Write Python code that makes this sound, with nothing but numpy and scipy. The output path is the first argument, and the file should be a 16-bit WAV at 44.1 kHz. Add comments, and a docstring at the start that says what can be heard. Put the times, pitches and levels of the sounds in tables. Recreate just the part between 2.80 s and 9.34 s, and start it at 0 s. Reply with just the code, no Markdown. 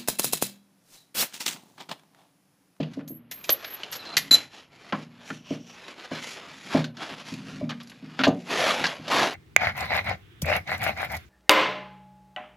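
"""A steel exhaust pipe is twisted out of its joint under a car, knocks about and is dragged over a garage floor.
The pipe booms in decaying low modes when it bumps; it clanks in bursts of tiny impacts when it meets metal.
The tight joint chirps, whistles, squeaks and shrieks: stick-slip drives a few unsteady sine modes.
Rusty steel rubs and sings hoarsely, and pulls over concrete end the job: all are coloured random grains.
A low hum of the pipe and a steady bed of air lie beneath, and bumps, clanks and friction ring in the garage."""
import sys
import numpy as np
from scipy import signal
from scipy.fft import rfft, irfft
from scipy.io import wavfile
from scipy.ndimage import uniform_filter1d

SR = 44100
rng = np.random.default_rng(int(sys.argv[2]) if len(sys.argv) > 2 else 0)


def transcribe(u):
    """Save the signal u as a 16-bit wav file named by the first command-line argument.

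    u: samples, shape (n,) or (channels, n), limited to [-1, 1]; the rate is SR.
    q: integer samples, one column per channel.
    """
    v = np.clip(np.atleast_2d(u).T, -1, 1)
    q = np.round(v * 32767).astype(np.int16)
    wavfile.write(sys.argv[1], SR, q)


N = 288414
TIME = np.arange(N) / SR
RUB_RISE_DB_PER_S, RUB_FALL_DB_PER_S = 435, 310  # shared by rubbing and singing rust

# The pipe's low modes: pitch_hz, relative level_db, t60_s
PIPE_MODES = [(122, -13.5, 0.63), (155, -2.5, 0.25), (179, -20, 0.99), (202.7, 0, 0.13), (236, -10, 0.56),
              (262, 3, 0.079), (280, 0, 0.09), (320, -6, 0.15), (377, -13.5, 0.25), (445.7, -4.5, 0.089),
              (462.4, -6.5, 0.17), (545, -24, 0.24), (596.7, 4, 0.073), (650, 8, 0.052), (744, -20.5, 0.33),
              (806, -12.5, 0.21), (1003, 0, 0.075), (1194, -7, .16)]
# Dense ringing of the pipe's thin wall: frequency_hz, relative level_db
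WALL_SPECTRUM = [(60, -18), (150, 1), (300, -5), (600, 2), (900, -3), (1300, -4), (1650, -1.5),
                 (2200, -2.5), (3000, -0.5), (4500, 0), (7000, -3.5), (8800, -14.5), (10000, -8.5),
                 (11300, 1.5), (13000, -16.5), (14000, -24)]


def amp(db):
    """Decibels to gain."""
    return 10 ** (np.asarray(db) / 20)


def unit(x):
    """Scales to rms 1."""
    return x / np.sqrt(np.mean(x ** 2) + 1e-20)


def read(points, hz):
    """Reads a spectrum on a log-frequency axis."""
    f, value = np.transpose(points)
    return np.interp(np.log(hz + 1), np.log(f + 1), value)


def shaped(x, gain):
    """Causal minimum-phase filter whose magnitude is the function gain(Hz)."""
    size = 4096
    hz = abs(np.fft.fftfreq(size, 1 / SR))
    log_gain = np.log(np.maximum(gain(hz), 1e-5))
    taps = np.fft.ifft(np.exp(np.conj(signal.hilbert(log_gain)))).real
    return signal.oaconvolve(x, taps[:size // 2])[:len(x)]


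def wander(count, hz):
    """Smooth random drift of rms 1, with its spectrum rolling off around hz."""
    f = np.fft.rfftfreq(count, 1 / SR)
    noise = rfft(rng.standard_normal(count))
    return unit(irfft(noise * np.exp(-(f / hz) ** 2), count))


def add(mix, s, sound):
    """Lays a sound into the mix at time s."""
    part = mix[max(round(s * SR), 0):][:len(sound)]
    part += sound[:len(part)]


def garage(x, wet_db):
    """Adds a diffuse noise tail in which each band dies at its own speed."""
    # Reverberation of the garage: frequency_hz, t60_s
    band_t60 = [(100, 0.27), (300, 0.33), (1000, 0.16), (3000, 0.19), (7000, 0.13), (13000, 0.22)]
    hz, t, z = signal.stft(rng.standard_normal(SR * 3 // 4), SR, nperseg=256)
    decay = amp(-60 * t / read(band_t60, hz)[:, None])
    build_up = 1 - np.exp(-t / 0.022)
    tail = signal.istft(z * decay * build_up, SR, nperseg=256)[1]
    return x + amp(wet_db) * signal.oaconvolve(x, tail / np.linalg.norm(tail))[:len(x)]


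def air():
    """Steady filtered noise gives the garage its quiet air."""
    # Colour of the air: frequency_hz, relative level_db
    air_colour = [(15, -61), (25, -11.5), (122, 2), (177, -17), (257, -9.5), (448, -4.5), (2710, -15),
                  (7820, -42), (11900, -23), (14000, -80)]
    noise = rng.standard_normal(N)
    return amp(-64.5) * unit(shaped(noise, lambda f: amp(read(air_colour, f))))


def low_hum(level_db=-4, width_hz=9):
    """The pipe's lowest modes hum softly, rising and falling: noise through narrow resonances."""
    # Hum under the bumps, ahead of the overall level: time_s, level_db
    hum_levels = [(0.0, -35), (0.16, -42.5), (0.42, -55), (0.98, -64.5), (1.44, -45.5), (1.73, -59.5),
                  (2.68, -51), (2.97, -68), (3.99, -47), (4.13, -50), (4.39, -52.5), (4.83, -32.5),
                  (5.06, -52.5), (5.28, -52), (5.39, -58), (5.99, -50.5), (6.45, -42), (6.54, -50.5)]

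    def modes(f):
        peaks = sum(amp(db) / (1 + ((f - hz) / width_hz) ** 2) for hz, db, _ in PIPE_MODES)
        return peaks / (1 + (f / 230) ** 4)

    hum = unit(shaped(rng.standard_normal(N), modes))
    return hum * amp(level_db + np.interp(TIME, *np.transpose(hum_levels)))


def strokes(rows, rise_db_per_s, fall_db_per_s, grind_db, hiss_db):
    """Levels of grinding, rasp and fine hiss: each stroke fades up, swells or eases, then dies away."""
    power = np.zeros((3, N))
    for s, length, level_db, swell_db, bright_db in rows:
        near = abs(TIME - s) < 1
        t = TIME[near] - s
        held_db = level_db + swell_db * (np.clip(t / length, 0, 1) - 0.5)
        fade_in_db = rise_db_per_s * np.maximum(-t, 0)
        fade_out_db = fall_db_per_s * np.maximum(t - length, 0)
        envelope = amp(held_db - fade_in_db - fade_out_db)
        # a brighter stroke has less grinding and more hiss
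        tilt = amp([grind_db - bright_db, 0, hiss_db + bright_db])
        for band, gain in zip(power, tilt):
            band[near] += (gain * envelope) ** 2
    return np.sqrt(power)


def friction(levels, colour, grains_per_s, grain_db, judder_db, patchy_db, level_db):
    """Grains of rust and grit break under the sliding pipe, in uneven clumps."""
    sizes = amp(grain_db * np.minimum(rng.exponential(1, N), np.pi))
    grains = rng.standard_normal(N) * sizes * (rng.random(N) < grains_per_s / SR)
    clumps = grains * amp(judder_db * wander(N, 60))
    sound = garage(shaped(clumps, lambda f: amp(read(colour, f))), wet_db=-11.5)
    # as the contact slides along, different wall modes swell and fade
    hz, _, z = signal.stft(sound, SR, nperseg=1024, noverlap=768)
    patches = uniform_filter1d(rng.standard_normal(z.shape), size=4, axis=0)
    patches = unit(uniform_filter1d(patches, size=16, axis=1))
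    z = z * amp(patchy_db * patches)
    # grinding below 1800 Hz, rasp up to 5500 Hz, hiss above
    band = np.searchsorted([1800, 5500], hz)[:, None]
    parts = [unit(signal.istft(z * (band == k), SR, nperseg=1024, noverlap=768)[1][:N]) for k in range(3)]
    return amp(level_db) * np.sum(levels * parts, axis=0)


def rubbing():
    """Rusty steel rubs in short pushes that break dense grains."""
    # Pushes: start_s, length_s, relative level_db, swell over the push_db, brightness_db
    pushes = [(0, 0.083, -55.5, -7, -2.5), (.12, 0.077, -59, -4, 2), (.54, 0.16, -58, 0, 0.5),
              (.69, 0.079, -46, -2, 2), (.8, 0.31, -47, -1, 0), (1.16, 0.19, -46.5, 6.5, -0.5),
              (1.41, 0.069, -48.5, 2, 4.5), (1.57, 0.077, -42, -12, 3.5), (1.742, 0.085, -51.5, -7.5, 3),
              (1.92, 0.18, -54.5, 8.5, 1), (2.15, 0.078, -48.5, -1.5, 1), (2.31, 0.13, -58, 13, 0),
              (2.48, 0.08, -48, -5, 6.5), (2.675, 0.072, -49.5, 7.5, 1.5), (2.88, 0.23, -49.5, 9.5, 1),
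              (3.18, 0.076, -45.5, 2.5, 0), (3.33, 0.06, -40, -1, 0.5), (3.42, .12, -40, 2, 6.5),
              (3.57, 0.16, -47, -5, -0.5), (3.74, 0.21, -45, 7.5, 4), (3.93, 0.078, -34, -0.5, -1),
              (4.19, 0.039, -39, 12, -1), (4.27, 0.064, -41.5, 1, 0.5), (4.385, 0.022, -42.5, 1, 1),
              (4.475, 0.091, -45.5, -10.5, 4), (4.58, 0.098, -52, -2, 2), (4.685, 0.14, -48.5, -9.5, 1.5),
              (4.84, 0.35, -59, 4, 3), (5.23, 0.24, -52.5, 9.5, 0), (5.55, 0.13, -55, 4, 6),
              (6.19, 0.064, -52, 13, 0)]
    # Colour of the rub: frequency_hz, relative level_db
    rub_colour = [(40, -37), (100, -19.5), (260, 0.5), (700, 0.5), (1100, 0.5), (1900, 0), (2500, 0),
                  (3700, -3), (5000, -7), (7100, -13), (8500, -24.5), (11000, -19.5), (13400, -39),
                  (14200, -44.5)]
    levels = strokes(pushes, RUB_RISE_DB_PER_S, RUB_FALL_DB_PER_S, grind_db=0.5, hiss_db=-13)
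    return friction(levels, rub_colour, grains_per_s=16000, grain_db=4.0,
                    judder_db=1.5, patchy_db=2, level_db=-1.5)


def singing():
    """In a few pushes the rust sings hoarsely: grains through peaks in the treble."""
    # Singing pushes: start_s, length_s, relative level_db, swell over the push_db, brightness_db
    sung_pushes = [(1.73, 0.11, -59.5, -6, -6.5), (2.46, .13, -63, 0, 4), (2.67, 0.073, -50, 1, -1),
                   (2.81, .12, -58.5, 7, 4.5)]
    # Colour of the singing: frequency_hz, relative level_db
    sing_colour = [(500, -43.5), (2100, -20), (2650, -3), (3150, -3), (3800, -16.5), (5100, -15),
                   (5650, -8), (6500, -20), (9000, -37.5)]
    levels = strokes(sung_pushes, RUB_RISE_DB_PER_S, RUB_FALL_DB_PER_S, grind_db=-18, hiss_db=-7)
    return friction(levels, sing_colour, grains_per_s=12000, grain_db=-2,
                    judder_db=2.0, patchy_db=0.5, level_db=2)


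def dragging():
    """Pulls over concrete break sparser grit with a heavier, darker grind."""
    # Pulls, the first of which catches and slides on:
    # start_s, length_s, relative level_db, swell over the pull_db, brightness_db
    pulls = [(5.71, 0.2, -30.5, 5.5, 1.5), (5.99, 0.14, -38.5, -8.5, 0.5), (6.32, 0.12, -27.5, 1, 0.5)]
    # Colour of the drag: frequency_hz, relative level_db
    drag_colour = [(60, -22), (240, -0.5), (450, 1), (630, 6.5), (1200, 1.5), (1600, -1), (3300, -4.5),
                   (5000, -12), (7000, -20.5), (8700, -31.5), (11100, -24.5), (12000, -33), (13000, -42),
                   (14000, -47)]
    levels = strokes(pulls, rise_db_per_s=421.5, fall_db_per_s=177, grind_db=2.5, hiss_db=-13)
    return friction(levels, drag_colour, grains_per_s=7000, grain_db=-1.04,
                    judder_db=0.5, patchy_db=2, level_db=2)


def slip(length, level_db, group, rise=0.0026, t60=0.055, linger_db=-17, linger_t60=0.25,
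         waver_hz=11, flutter_db=3.0, sag_hz_per_s=3500, sag_time=0.023):
    """Stick-slip feeds a few modes of the joint; when it lets go they die down, then linger faintly."""
    # Mode groups of the joint, by name: pitch_hz, relative level_db
    joint_modes = {"chirp": [(11761, -5), (12238, -10)], "whistle": [(12800, -7.5), (11100, -19)],
                   "squeak": [(3930, -3.5), (4018, 15.5), (4125, -3), (4196, -5), (4300, 0), (7505, -22)],
                   "shriek": [(4018, 5), (4196, -6), (5970, -23), (6530, -18.5), (7240, -12), (7505, -19),
                   (9841, -24.5), (10370, -30.5), (11350, -15), (11760, -49.5), (12250, -24), (12660, -40)]}
    t = np.arange(SR // 2) / SR
    since = np.maximum(t - length, 0)
    release = amp(-60 * since / t60) + amp(linger_db - 60 * since / linger_t60)
    drive = (1 - np.exp(-t / rise)) * release
    # a squeak never quite locks on, and it slides down on to its modes
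    squeaks = group == "squeak"
    unsteady_hz = 55 if squeaks else waver_hz
    sharp_hz = squeaks * sag_hz_per_s * np.maximum(sag_time + length / 2 - t, 0)
    tone = 0
    for hz, db in joint_modes[group]:
        pitch_hz = hz + sharp_hz + unsteady_hz * wander(len(t), 100)
        tone = tone + amp(db) * np.sin(2 * np.pi * np.cumsum(pitch_hz) / SR)
    return amp(level_db + flutter_db * wander(len(t), 120)) * drive * unit(tone)


def joint_slips():
    """The tight joint slips again and again, each time locking on to one group of its modes."""
    # Slips: start_s, length_s, level_db, mode group
    slip_rows = [(0.275, 0.1, -53.5, "chirp"), (0.278, 0.036, -49, "whistle"),
                 (0.51, 0.053, -47, "whistle"), (0.559, 0.21, -55, "whistle"), (0.7, 0.029, -21.5, "chirp"),
                 (0.76, 0.015, -50, "chirp"), (0.844, 0.045, -49.5, "chirp"), (0.902, 0.028, -44, "chirp"),
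                 (0.935, 0.0091, -36, "chirp"), (1.113, 0.0083, -43.5, "whistle"),
                 (1.125, 0.009, -40, "chirp"), (1.154, 0.013, -38, "chirp"),
                 (1.184, 0.035, -46.5, "squeak"), (1.25, .06, -46, "squeak"), (1.325, 0.012, -40, "squeak"),
                 (1.373, 0.012, -29, "chirp"), (1.396, 0.034, -52, "chirp"), (1.509, 0.041, -13, "shriek")]
    mix = np.zeros(N)
    for s, *row in slip_rows:
        add(mix, s, slip(*row))
    return garage(mix, wet_db=-42.5)


def bump(level_db, bright_hz, favoured_hz, freedom, favour_db=9, rattle_db=-13, rattle_t60=0.29,
         push_db=-5, push_time=0.0015, deepest=0.41):
    """A padded blow shoves the pipe and rings its low modes; the duller it is, the fewer answer."""
    t = np.arange(SR * 3 // 4) / SR
    ring = 0
    for k, (hz, db, t60) in enumerate(PIPE_MODES):
        # the place of the blow decides which modes take most of it; they start out of step
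        share_db = favour_db / (1 + (np.log(hz / favoured_hz) / 0.021) ** 2)
        decay = amp(db + share_db - 60 * t / (t60 * freedom))
        ring = ring + decay * np.sin(2 * np.pi * hz * t + k * k)

    def rattle_colour(f):
        return amp(read(WALL_SPECTRUM, f)) / (1 + (f / 1500) ** 2) / (1 + (380 / (f + 1)) ** 4)

    def contact_colour(f):
        treble_cut = 1 + (f / bright_hz) ** 6
        bass_cut = 1 + (deepest * favoured_hz / (f + 1)) ** 3
        return 1 / np.sqrt(treble_cut * bass_cut)

    # higher up the modes crowd into a rattle
    rattle = unit(shaped(rng.standard_normal(len(t)), rattle_colour))
    rattle = 2 * amp(rattle_db - 60 * t / (rattle_t60 * freedom)) * rattle
    # the shove swings one way and back
    push = amp(push_db) * 2 * np.pi * t / push_time * (1 - t / (2 * push_time)) * np.exp(-t / push_time)
    rise = 1.18 / bright_hz  # seconds: dull contacts build up slowly
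    blow = (ring + push + rattle) * (1 - np.exp(-t / rise))
    blow = shaped(blow, contact_colour)
    opening_rms = np.sqrt(np.mean(blow[:SR // 30] ** 2))
    return amp(level_db - 3.0) * blow / opening_rms


def pipe_bumps():
    """The long pipe bumps and booms."""
    # Bumps: start_s, relative level_db, contact brightness_hz, favoured mode_hz,
    # freedom to ring (factor on t60)
    bump_rows = [(0.0, -25, 610, 280, 0.99), (.012, -30.5, 190, 155, 0.7), (0.17, -29, 428, 280, 1.7),
                 (0.301, -37.5, 390, 320, 1.14), (1.511, -29.5, 423, 262, 0.35),
                 (2.126, -27.5, 446, 201, 1.8), (2.504, -34.5, 352, 303, 1.2),
                 (2.706, -24.5, 515, 281.6, 1.2), (3.314, -30.5, 650, 227, 1.1),
                 (3.947, -15, 750, 259.7, 1.05), (3.976, -24, 198, 155, 1.07), (4.314, -40, 303, 273, 0.56),
                 (4.52, -32, 300, 250, 0.72), (4.585, -40.5, 264, 262, 0.81), (4.682, -40, 257, 231, 0.57),
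                 (4.811, -32.5, 700, 593, 1.6), (4.82, -28, 250, 236, 1.25), (4.823, -27.5, 184, 155, 1.74),
                 (5.221, -36.5, 262, 250, 3.2), (5.393, -23.5, 370, 262, 4.4),
                 (5.469, -16.5, 1020, 750, 0.76), (5.479, -14.5, 555, 262, 0.83),
                 (6.008, -34, 400, 262, 0.38), (6.195, -40, 300, 250, 0.35)]
    mix = np.zeros(N)
    for s, *row in bump_rows:
        add(mix, s, bump(*row))
    return garage(mix, wet_db=-12.5)


def clank(level_db, bright_hz, ring_hz, chatter, t60=0.065, grit_db=-2.5, body=0.92, crack=0.68,
          ring_db=11, ring_width=0.065):
    """A crack and a burst of tiny impacts ring the crowded wall modes, most of all the struck part's own."""
    t = np.arange(SR // 4) / SR
    # the force holds while the contact chatters, then decays
    held = amp(-60 * np.maximum(t - chatter, 0) / t60)
    force = (1 - np.exp(-t / 0.00023)) * (held + crack * np.exp(-t / 0.0066))
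    impacts = rng.standard_normal(len(t)) * amp(grit_db * wander(len(t), 1000))

    def colour(f):
        own_db = ring_db / (1 + ((f / ring_hz - 1) / ring_width) ** 2)
        weight = body + 1 / np.sqrt(1 + (ring_hz / (f + 1)) ** 4)
        return amp(read(WALL_SPECTRUM, f) + own_db) * weight / np.sqrt(1 + (f / bright_hz) ** 6)

    # levelled against the same impacts without the force envelope
    return amp(level_db - 13) * shaped(impacts * force, colour) / np.std(shaped(impacts, colour))


def pipe_clanks():
    """The pipe clanks wherever it meets metal."""
    # Clanks: start_s, relative level_db, brightness_hz, struck part's resonance_hz, chatter_s
    clank_rows = [(0.003, -28.5, 3220, 3060, 0.0076), (0.03, -28, 3100, 2840, 0.0046),
                  (0.134, -38.5, 6750, 1490, 0.0089), (0.193, -36.5, 1940, 516, 0.02),
                  (0.2774, -34, 12200, 6500, 0.0009), (0.513, -25, 11800, 2000, 0.0092),
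                  (0.641, -27.5, 11300, 2480, 0.0079), (0.6925, -7, 6200, 347, 0.0018),
                  (0.844, -24, 3900, 1600, 0.0086), (1.033, -20.5, 3860, 3020, 0.001),
                  (1.124, -21, 8700, 1320, 0.015), (1.152, -26.5, 6900, 517, 0.012),
                  (1.253, -31, 5460, 3900, 0.0018), (1.368, -6.5, 9000, 1976, 0.01),
                  (1.51, -14.5, 7450, 1370, 0.021), (1.542, -15.5, 7900, 650, 0.019),
                  (2.124, -16, 2190, 1340, 0.0044), (2.126, -20.5, 1490, 1070, 0.031),
                  (2.502, -22.5, 1910, 1410, 0.0043), (3.312, -30.5, 1800, 490, 0.011),
                  (4.042, -19.5, 4920, 1620, 0.00088), (4.169, -34, 4970, 1500, 0.0054),
                  (4.538, -31.5, 7100, 2500, .003), (4.893, -23.5, 3940, 1170, 0.017),
                  (4.914, -23, 2010, 1590, 0.0052), (5.001, -33.5, 4000, 1170, 0.016),
                  (5.03, -41, 11950, 5000, .002), (5.073, -38.5, 9000, 4600, 0.00041),
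                  (5.097, -35, 8740, 2800, 0.0022), (5.117, -37, 2930, 1080, 0.0058),
                  (5.391, -13.5, 2620, 1410, 0.026), (5.436, -6, 3260, 1560, 0.02),
                  (5.477, -27.5, 6800, 6530, 0.0038), (6.040, -9, 3830, 1650, 0.015),
                  (6.065, -15.5, 5000, 1140, 0.0032), (6.28, -19, 5000, 594, 0.0033)]
    mix = np.zeros(N)
    for s, *row in clank_rows:
        add(mix, s, clank(*row))
    return garage(mix, wet_db=-12.0)


def scene():
    """Sums all layers and spreads them slightly between the ears, most of all in the top treble."""
    # Side against mid, a quarter turn out of phase: frequency_hz, level_db
    side_levels = [(40, -25), (150, -56), (2000, -67.5), (5000, -38), (8000, -25), (11000, -16),
                   (13000, 2.5)]
    # Left against right: frequency_hz, level_db
    left_right_balance = [(7000, 0), (10000, -0.65), (13000, -1.5)]
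    mix = air() + low_hum() + rubbing() + singing() + dragging()
    mix = mix + joint_slips() + pipe_bumps() + pipe_clanks()
    hz = np.fft.rfftfreq(N, 1 / SR)
    left_over_right = amp(read(left_right_balance, hz))
    balance = (left_over_right - 1) / (left_over_right + 1)
    side = irfft(rfft(mix) * (1j * amp(read(side_levels, hz)) + balance), N)
    return np.array([mix + side, mix - side])


def record(dry, notch_hz=9050, notch_width_hz=110, notch_db=-17):
    """A narrow dip in the treble, then a steep low-pass at 14.1 kHz."""
    def notch(f):
        return amp(notch_db / (1 + ((f - notch_hz) / notch_width_hz) ** 2))

    heard = np.array([shaped(x, notch) for x in dry])
    low_pass = signal.firwin(255, 14100, window=("kaiser", 9), fs=SR)
    return signal.oaconvolve(heard, low_pass[None], "same")


dry = scene()
out = record(dry)
transcribe(out)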